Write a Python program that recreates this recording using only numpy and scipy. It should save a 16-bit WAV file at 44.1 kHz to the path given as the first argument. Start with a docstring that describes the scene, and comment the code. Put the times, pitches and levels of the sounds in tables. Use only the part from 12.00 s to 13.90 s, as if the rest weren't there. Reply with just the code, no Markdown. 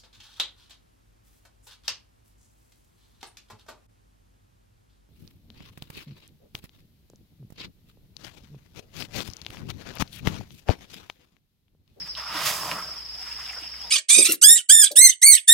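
"""Crickets trill round a waterhole, a few drops fall, and a low hum like a far engine lies under it all.
Near the stereo microphones an elephant blows muddy water from its trunk over its flank:
air rushes through the trunk and rings it, the spray hits the hide, then drops and lumps of mud
patter down. At the end a bird whistles once, far off."""
import sys
import numpy as np
from scipy import signal
from scipy.fft import rfft, irfft
from scipy.io import wavfile

SR = 44100
rng = np.random.default_rng(int(sys.argv[2]) if len(sys.argv) > 2 else 0)


def transcribe(u):
    """Save the signal u as a 16-bit wav file named by the first command-line argument.

    u: samples, shape (n,) or (channels, n), limited to [-1, 1]; the rate is SR.
    q: integer samples, one column per channel.
    """
    v = np.clip(np.atleast_2d(u).T, -1, 1)
    q = np.round(v * 32767).astype(np.int16)
    wavfile.write(sys.argv[1], SR, q)


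N = 83790
T, HZ = np.arange(N) / SR, np.fft.rfftfreq(N, 1 / SR)

AIR_TONE = [(15, -36), (28, -20), (42, 1), (52, -5), (82, -5), (130, -2), (175, -4), (240, -8), (900, -9.5),
            (2800, -8), (4200, -8.5), (8000, -30.5), (16000, -44)]  # open air over the waterhole: f/Hz, level/dB
AIR_LIKENESS = [(60, .998), (300, 0.97), (1400, .72), (4000, 0.14), (15000, 0.096)]  # that air at the two microphones: f/Hz, correlation
# nearer crickets: first chirp t/s, period/s, level/dB, left minus right/dB, left phase lead/rad
CRICKETS = [(0.006, .0898, -34.5, -0.5, 2.5), (0.0795, .0875, -35, 1, 2.2), (0.002, .0745, -40.5, -1, -2.0)]
CHORUS_TONE = [(4200, -26), (4600, -11.5), (4900, -3), (5150, -3), (5520, -7), (5720, -30), (6200, -35)]  # far crickets: f/Hz, level/dB
DRIP_LEVEL = [(0.0, -58), (0.05, -60), (0.07, -46), (0.115, -64.5), (0.9, -50), (1.06, -57), (1.19, -51.5),
              (1.275, -46.5), (1.36, -48.5), (1.46, -47), (1.65, -49.5), (1.72, -56.5), (1.82, -50),
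              (1.9, -55)]  # water dripping to the ground: t/s, level/dB
DRIP_TONE = [(150, -29), (450, -16.5), (750, -8.5), (1400, -1), (2900, 0.5), (4200, -7.5), (7000, -9.5),
             (16000, -21)]  # its patter: f/Hz, level/dB
# soft mud splats and, at 0.652 s, a short gurgle in the trunk: t/s, level/dB, centre f/Hz, decay/s
SPLATS_AND_GURGLE = [(0.0, -49, 173, 0.043), (0.016, -45, 2300, 0.0059), (0.344, -39, 278, 0.026),
                     (0.349, -36, 1260, 0.021), (0.431, -46.5, 117, 0.076), (0.652, -38, 660, .03),
                     (0.705, -54, 176, 0.077), (0.778, -39, 1200, .012), (0.919, -49.5, 660, 0.016),
                     (1.615, -57, 300, .025), (1.262, -43.5, 1130, 0.017), (1.264, -46, 2370, 0.015),
                     (1.31, -43, 2420, 0.0096), (1.383, -41.5, 1240, 0.019), (1.405, -41.5, 2070, 0.0084),
                     (1.452, -43, 3380, 0.012), (1.52, -49, 6500, .012), (1.491, -35, 2560, 0.0063),
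                     (1.501, -39, 2180, 0.0044), (1.527, -39.5, 1840, 0.0063), (1.559, -39.5, 1350, 0.018),
                     (1.564, -49, 650, 0.013), (1.618, -46.5, 2780, 0.081), (1.734, -41.5, 2060, 0.0071),
                     (1.84, -49, 824, 0.066)]
TIP_LEVEL = [(0.14, -85), (0.18, -40.5), (0.245, -44.5), (0.295, -36), (0.335, -38.5), (0.36, -35),
             (0.41, -35.5), (0.46, -39), (0.56, -38.5), (0.66, -36.5), (0.79, -36), (0.87, -48),
             (0.97, -53), (1.05, -64)]  # air through the trunk tip: t/s, level/dB
TIP_PITCH = [(0.17, 1170), (0.29, 1197), (0.35, 1257), (0.45, 1120), (0.59, 1105), (0.74, 1112),
             (0.85, 1332), (0.95, 1166)]  # main resonance of the tip: t/s, f/Hz
TIP_MODES = [(0.799, 225, -9), (0.981, 194, -1.5), (1.17, 259, -6), (1.62, 450, -10.5), (2.4, 800, -13)]  # resonances that move with it: frequency ratio, width/Hz, level/dB
TUBE_LEVEL = [(0.26, -82), (0.3, -52), (0.36, -51.5), (0.46, -46), (0.6, -48.5), (0.72, -40), (0.8, -48),
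              (0.93, -56), (1.02, -82)]  # low rush inside the trunk: t/s, level/dB
TUBE_MODES = [(123, 61, -8), (174.7, 54, -3.5), (286, 170, -7.5), (450, 180, -8), (669, 235, 1.5)]  # resonances of that tube: f/Hz, width/Hz, level/dB
SPRAY_LEVEL = [(0.15, -62), (0.175, -39.5), (0.25, -46), (0.32, -39.5), (0.37, -32), (0.446, -31),
               (0.461, -24.5), (0.497, -27.5), (0.524, -33.5), (0.62, -40.5), (0.71, -39), (0.77, -48.5),
               (0.86, -54.5), (1.0, -61)]  # spray landing on the hide: t/s, level/dB
SPRAY_TONE = [(150, -54), (400, -15.5), (620, -4.5), (1000, -4.5), (1700, -3), (2300, -3), (3700, -3.5),
              (4200, -8), (5000, -2.5), (7000, -21.5), (16000, -35)]  # its coarse drops: f/Hz, level/dB
MIST_LEVEL = [(0.17, -14), (0.33, -9), (0.4, -7), (0.47, -0.5), (0.58, 2.5), (0.7, -0.5), (0.8, 3),
              (1.0, -4)]  # rise and fall of fine mist within the spray: t/s, level/dB
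MIST_TONE = [(150, -53), (3000, -9), (6500, 3.5), (9000, -0.5), (12000, -1), (16000, -6.5)]  # that mist: f/Hz, level/dB
SLAPS = [(0.1511, -24.5, 4100, 0.00037), (0.1516, -30, 3030, .0008), (0.634, -24, 1130, 0.00075),
         (0.7146, -12, 2420, 0.00027), (0.714, -24, 3720, 0.0002), (0.7178, -22.5, 1040, 0.00054),
         (0.7218, -23, 1060, 0.00053), (1.493, -37, 2850, 0.00051)]  # single lumps landing: t/s, level/dB, f/Hz, time to peak/s
BIRD_PITCH = [(1.78, 2872), (1.84, 3380), (1.895, 4150)]  # the far whistle: t/s, f/Hz
NEAR_LIKENESS = [(60, .998), (300, 1), (1400, 0.91), (3100, 0.64), (7000, 0.64), (15000, 0.29)]  # the elephant's noise at the two microphones: f/Hz, correlation
ELEPHANT_PAN = [(100, -2), (800, 0), (2400, -3.5), (4400, -4), (8000, -2), (15000, -12.5)]  # balance from where it stands: f/Hz, left minus right/dB
BOUNCES = [(.0031, -20.5), (.0064, -14.5), (0.0136, -15.5)]  # reflections off ground and body: delay/s, level/dB

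AIR_DB, HUM_DB, HUM_HZ, HUM_WAVER = -54.5, -57, 62, 0.19
CHIRP_S, CHIRP_TOP_HZ, CHIRP_END_HZ, CHIRP_JITTER_S = 0.03, 5696, 4746, .0007
CHORUS_DB, BIRD_DB = -42, -49
BUBBLE_LOW_HZ, BUBBLE_HIGH_HZ, BUBBLES_PER_S = 656.4, 3710, 12  # the rate is for each size
BUBBLE_DECAY_CYCLES, BUBBLE_GLIDE, BUBBLE_DB = 4, 3.23, -7  # the level is against the patter
SWELL_RISE_S, SWELL_WIDTH = 0.0058, 0.53  # the width is a share of the pitch
GURGLE_DEPTH, GURGLE_HZ, FLUTTER_DB, FLUTTER_HZ = 0.048, 69, 1, 90
MIST_TRIM_DB = -1
ECHO_T60_S, CHIRP_ECHO_DB, GROUND_ECHO_DB, SLAP_ECHO_DB = 0.11, -1, -9, -3.5
LEFT_LEAD_S, BAND_LIMIT_HZ = .000006, 16050


def amp(db):
    """Decibels to gain."""
    return 10 ** (np.asarray(db) / 20)


def unit(x):
    """Scales to rms 1."""
    return x / np.sqrt(np.mean(x ** 2) + 1e-20)


def curve(points):
    """Joins points by straight lines in time."""
    return np.interp(T, *np.transpose(points))


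def level(points):
    """Gain along a dB curve, dying away after its last point."""
    return amp(curve(points) - 260 * np.maximum(T - points[-1][0], 0))


def spectrum(points):
    """Joins points on a log-frequency axis."""
    f, value = np.transpose(points)
    return np.interp(np.log(HZ + 1), np.log(f + 1), value)


def colour(x, tone):
    """Gives x a spectrum, at rms 1."""
    return unit(irfft(rfft(x) * amp(spectrum(tone)), N))


def wander(hz):
    """Random drift up to about this rate, at rms 1."""
    return unit(irfft(rfft(rng.standard_normal(N)) / (1 + (HZ / hz) ** 4), N))


def noise(likeness=NEAR_LIKENESS):
    """White noise, partly alike at the two microphones."""
    left, other = rfft(rng.standard_normal((2, N)))
    alike = np.clip(spectrum(likeness), 0, 1)
    right = alike * left + np.sqrt(1 - alike ** 2) * other
    return irfft(np.array([left, right]), N)


def resonate(x, hz, width):
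    """A steep resonance that can follow a pitch curve, with the bass cut, at rms 1."""
    carrier = np.exp(2j * np.pi * np.cumsum(hz * np.ones(N)) / SR)
    pole = np.exp(-np.pi * width / SR)
    x = signal.lfilter(*signal.butter(2, .5 * np.mean(hz), "high", fs=SR), x)
    envelope = signal.lfilter([1], np.poly([pole, pole]), x / carrier)
    return unit((carrier * envelope).real)


def echo(x):
    """Scatter from ground and bushes, different at each microphone."""
    tail = rng.standard_normal((2, N)) * amp(-60 * T / ECHO_T60_S) * (T > .002)
    return signal.fftconvolve(x[None], tail / np.linalg.norm(tail[0]), axes=1)[:, :N]


def drops(per_s, spread_db, share):
    """Impacts of uneven size and side carry a share of the power; a wash of tiny ones has the rest."""
    hits = rng.random(N) < per_s / SR
    size = amp(spread_db * np.minimum(rng.exponential(1, N), 3))
    impacts = hits * size * rng.choice([-1, 1], N)
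    lean = 0.36 * rng.standard_normal(N)
    panned = unit(impacts * np.array([1 + lean, 1 - lean]))
    return np.sqrt(share) * panned + np.sqrt(1 - share) * noise()


def air_and_hum():
    """Open air all round, and a low, wavering hum like a far engine."""
    hz = HUM_HZ + 0.53 * wander(14)
    hum = np.sin(2 * np.pi * np.cumsum(hz) / SR) * (1 + HUM_WAVER * wander(8.5))
    return amp(AIR_DB) * colour(noise(AIR_LIKENESS), AIR_TONE) + amp(HUM_DB) * unit(hum)


def crickets():
    """Each wing stroke is a falling tone, out of step at the microphones; a far chorus blurs to a band."""
    out = amp(CHORUS_DB) * colour(rng.standard_normal((2, N)), CHORUS_TONE)
    for first, period, db, pan_db, lead in CRICKETS:
        age = (T - first + CHIRP_JITTER_S * wander(5)) % period
        stroke = np.minimum(age / CHIRP_S, 1)
        hz = CHIRP_TOP_HZ + (CHIRP_END_HZ - CHIRP_TOP_HZ) * stroke + 50 * wander(207)
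        phase = 2 * np.pi * np.cumsum(hz) / SR + np.array([[lead], [0]])
        song = np.sin(np.pi * stroke ** 0.87) * np.sin(phase) * amp(db + 1.2 * wander(8))
        out += (song + amp(CHIRP_ECHO_DB) * echo(song[0])) * amp([[pan_db / 2], [-pan_db / 2]])
    return out


def dripping():
    """Drops run off and patter on the mud; trapped bubbles ring briefly, rising in pitch."""
    patter = colour(drops(per_s=1500, spread_db=5.8, share=0.57), DRIP_TONE)
    age = T[:SR // 25]
    bubbles = np.zeros(N)
    for hz in np.geomspace(BUBBLE_LOW_HZ, BUBBLE_HIGH_HZ, 24):
        cycles = hz * age * (1 + BUBBLE_GLIDE * age)
        ring = np.sin(2 * np.pi * cycles) * cycles * np.exp(-cycles / BUBBLE_DECAY_CYCLES)
        births = (rng.random(N) < BUBBLES_PER_S / SR) * rng.uniform(0.38, 1, N)
        bubbles += signal.oaconvolve(births, ring)[:N]
    return (patter + amp(BUBBLE_DB) * unit(bubbles)) * level(DRIP_LEVEL)


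def splats_and_gurgle():
    """Soft mud splats and a short gurgle in the trunk, each a swell of noise round one pitch."""
    out = np.zeros((2, N))
    for start, db, hz, decay in SPLATS_AND_GURGLE:
        age = np.maximum(T - start, 0)
        rise = np.minimum(age / SWELL_RISE_S, 1)
        fall = np.exp(-np.maximum(age - SWELL_RISE_S, 0) / decay)
        out += amp(db) * rise * fall * resonate(noise(), hz, SWELL_WIDTH * hz)
    return out


def trunk():
    """Air, made to gurgle and sputter by water, rings the tip and the long tube of the trunk."""
    tip = np.zeros((2, N))
    for ratio, width, db in TIP_MODES:
        breath = noise()
        gurgle = 1 + GURGLE_DEPTH * wander(GURGLE_HZ)  # water in the tip shifts the resonance
        tip += amp(db) * resonate(breath, ratio * curve(TIP_PITCH) * gurgle, width)
    tube = sum(amp(db) * resonate(noise(), hz, width) for hz, width, db in TUBE_MODES)
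    sputter = unit(amp(FLUTTER_DB * wander(FLUTTER_HZ)))
    return (level(TIP_LEVEL) * unit(tip) + level(TUBE_LEVEL) * unit(tube)) * sputter


def spray():
    """Coarse drops and fine mist strike the hide in clumps."""
    coarse = colour(drops(per_s=6000, spread_db=3.5, share=0.46), SPRAY_TONE)
    mist = colour(drops(per_s=9000, spread_db=1.3, share=0.45), MIST_TONE)
    mist *= amp(MIST_TRIM_DB + curve(MIST_LEVEL))
    clumps = unit(amp(0.79 * wander(150)))
    return (coarse + mist) * level(SPRAY_LEVEL) * clumps


def slaps():
    """Lumps of mud smack down: a few cycles, then a little scatter."""
    out = np.zeros(N)
    for start, db, hz, peak_s in SLAPS:
        age = np.maximum(T - start, 0)
        pulse = (age / peak_s * np.exp(1 - age / peak_s)) ** 2
        out += amp(db) * pulse * np.sin(2 * np.pi * hz * age)
    return out + amp(SLAP_ECHO_DB) * echo(out)


def bird():
    """One rising, slightly rough whistle from far off."""
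    start, end = BIRD_PITCH[0][0], BIRD_PITCH[-1][0]
    progress = np.clip((T - start) / (end - start), 0, 1)
    hz = curve(BIRD_PITCH) + 40 * wander(179.4)
    whistle = np.sqrt(abs(np.sin(np.pi * progress))) * np.sin(2 * np.pi * np.cumsum(hz) / SR)
    roughness = unit(amp(2.6 * wander(170)))
    return amp(BIRD_DB) * (whistle * roughness + amp(-8) * echo(whistle))


def to_microphones(x):
    """The way from the elephant: early reflections, a tiny lead on the left, treble leaning right."""
    paths = 1 + sum(amp(db) * np.exp(-2j * np.pi * HZ * delay) for delay, db in BOUNCES)
    balance = amp(np.outer([.5, -.5], spectrum(ELEPHANT_PAN)))
    lag = np.exp(-2j * np.pi * np.outer([0, LEFT_LEAD_S], HZ))
    return irfft(rfft(x) * paths * balance * lag, N)


def scene():
    """The waterhole from the microphones: elephant near, crickets all round, bird far off."""
    muddy_water = dripping() + splats_and_gurgle()
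    muddy_water += amp(GROUND_ECHO_DB) * echo(muddy_water.mean(0))
    elephant = to_microphones(trunk() + spray() + muddy_water + slaps())
    return elephant + crickets() + bird() + air_and_hum()


def record(dry):
    """The recorder's band limit."""
    lowpass = signal.firwin(511, BAND_LIMIT_HZ, window=("kaiser", 9), fs=SR)
    return signal.oaconvolve(dry, lowpass[None], "same")


dry = scene()
out = record(dry)
transcribe(out)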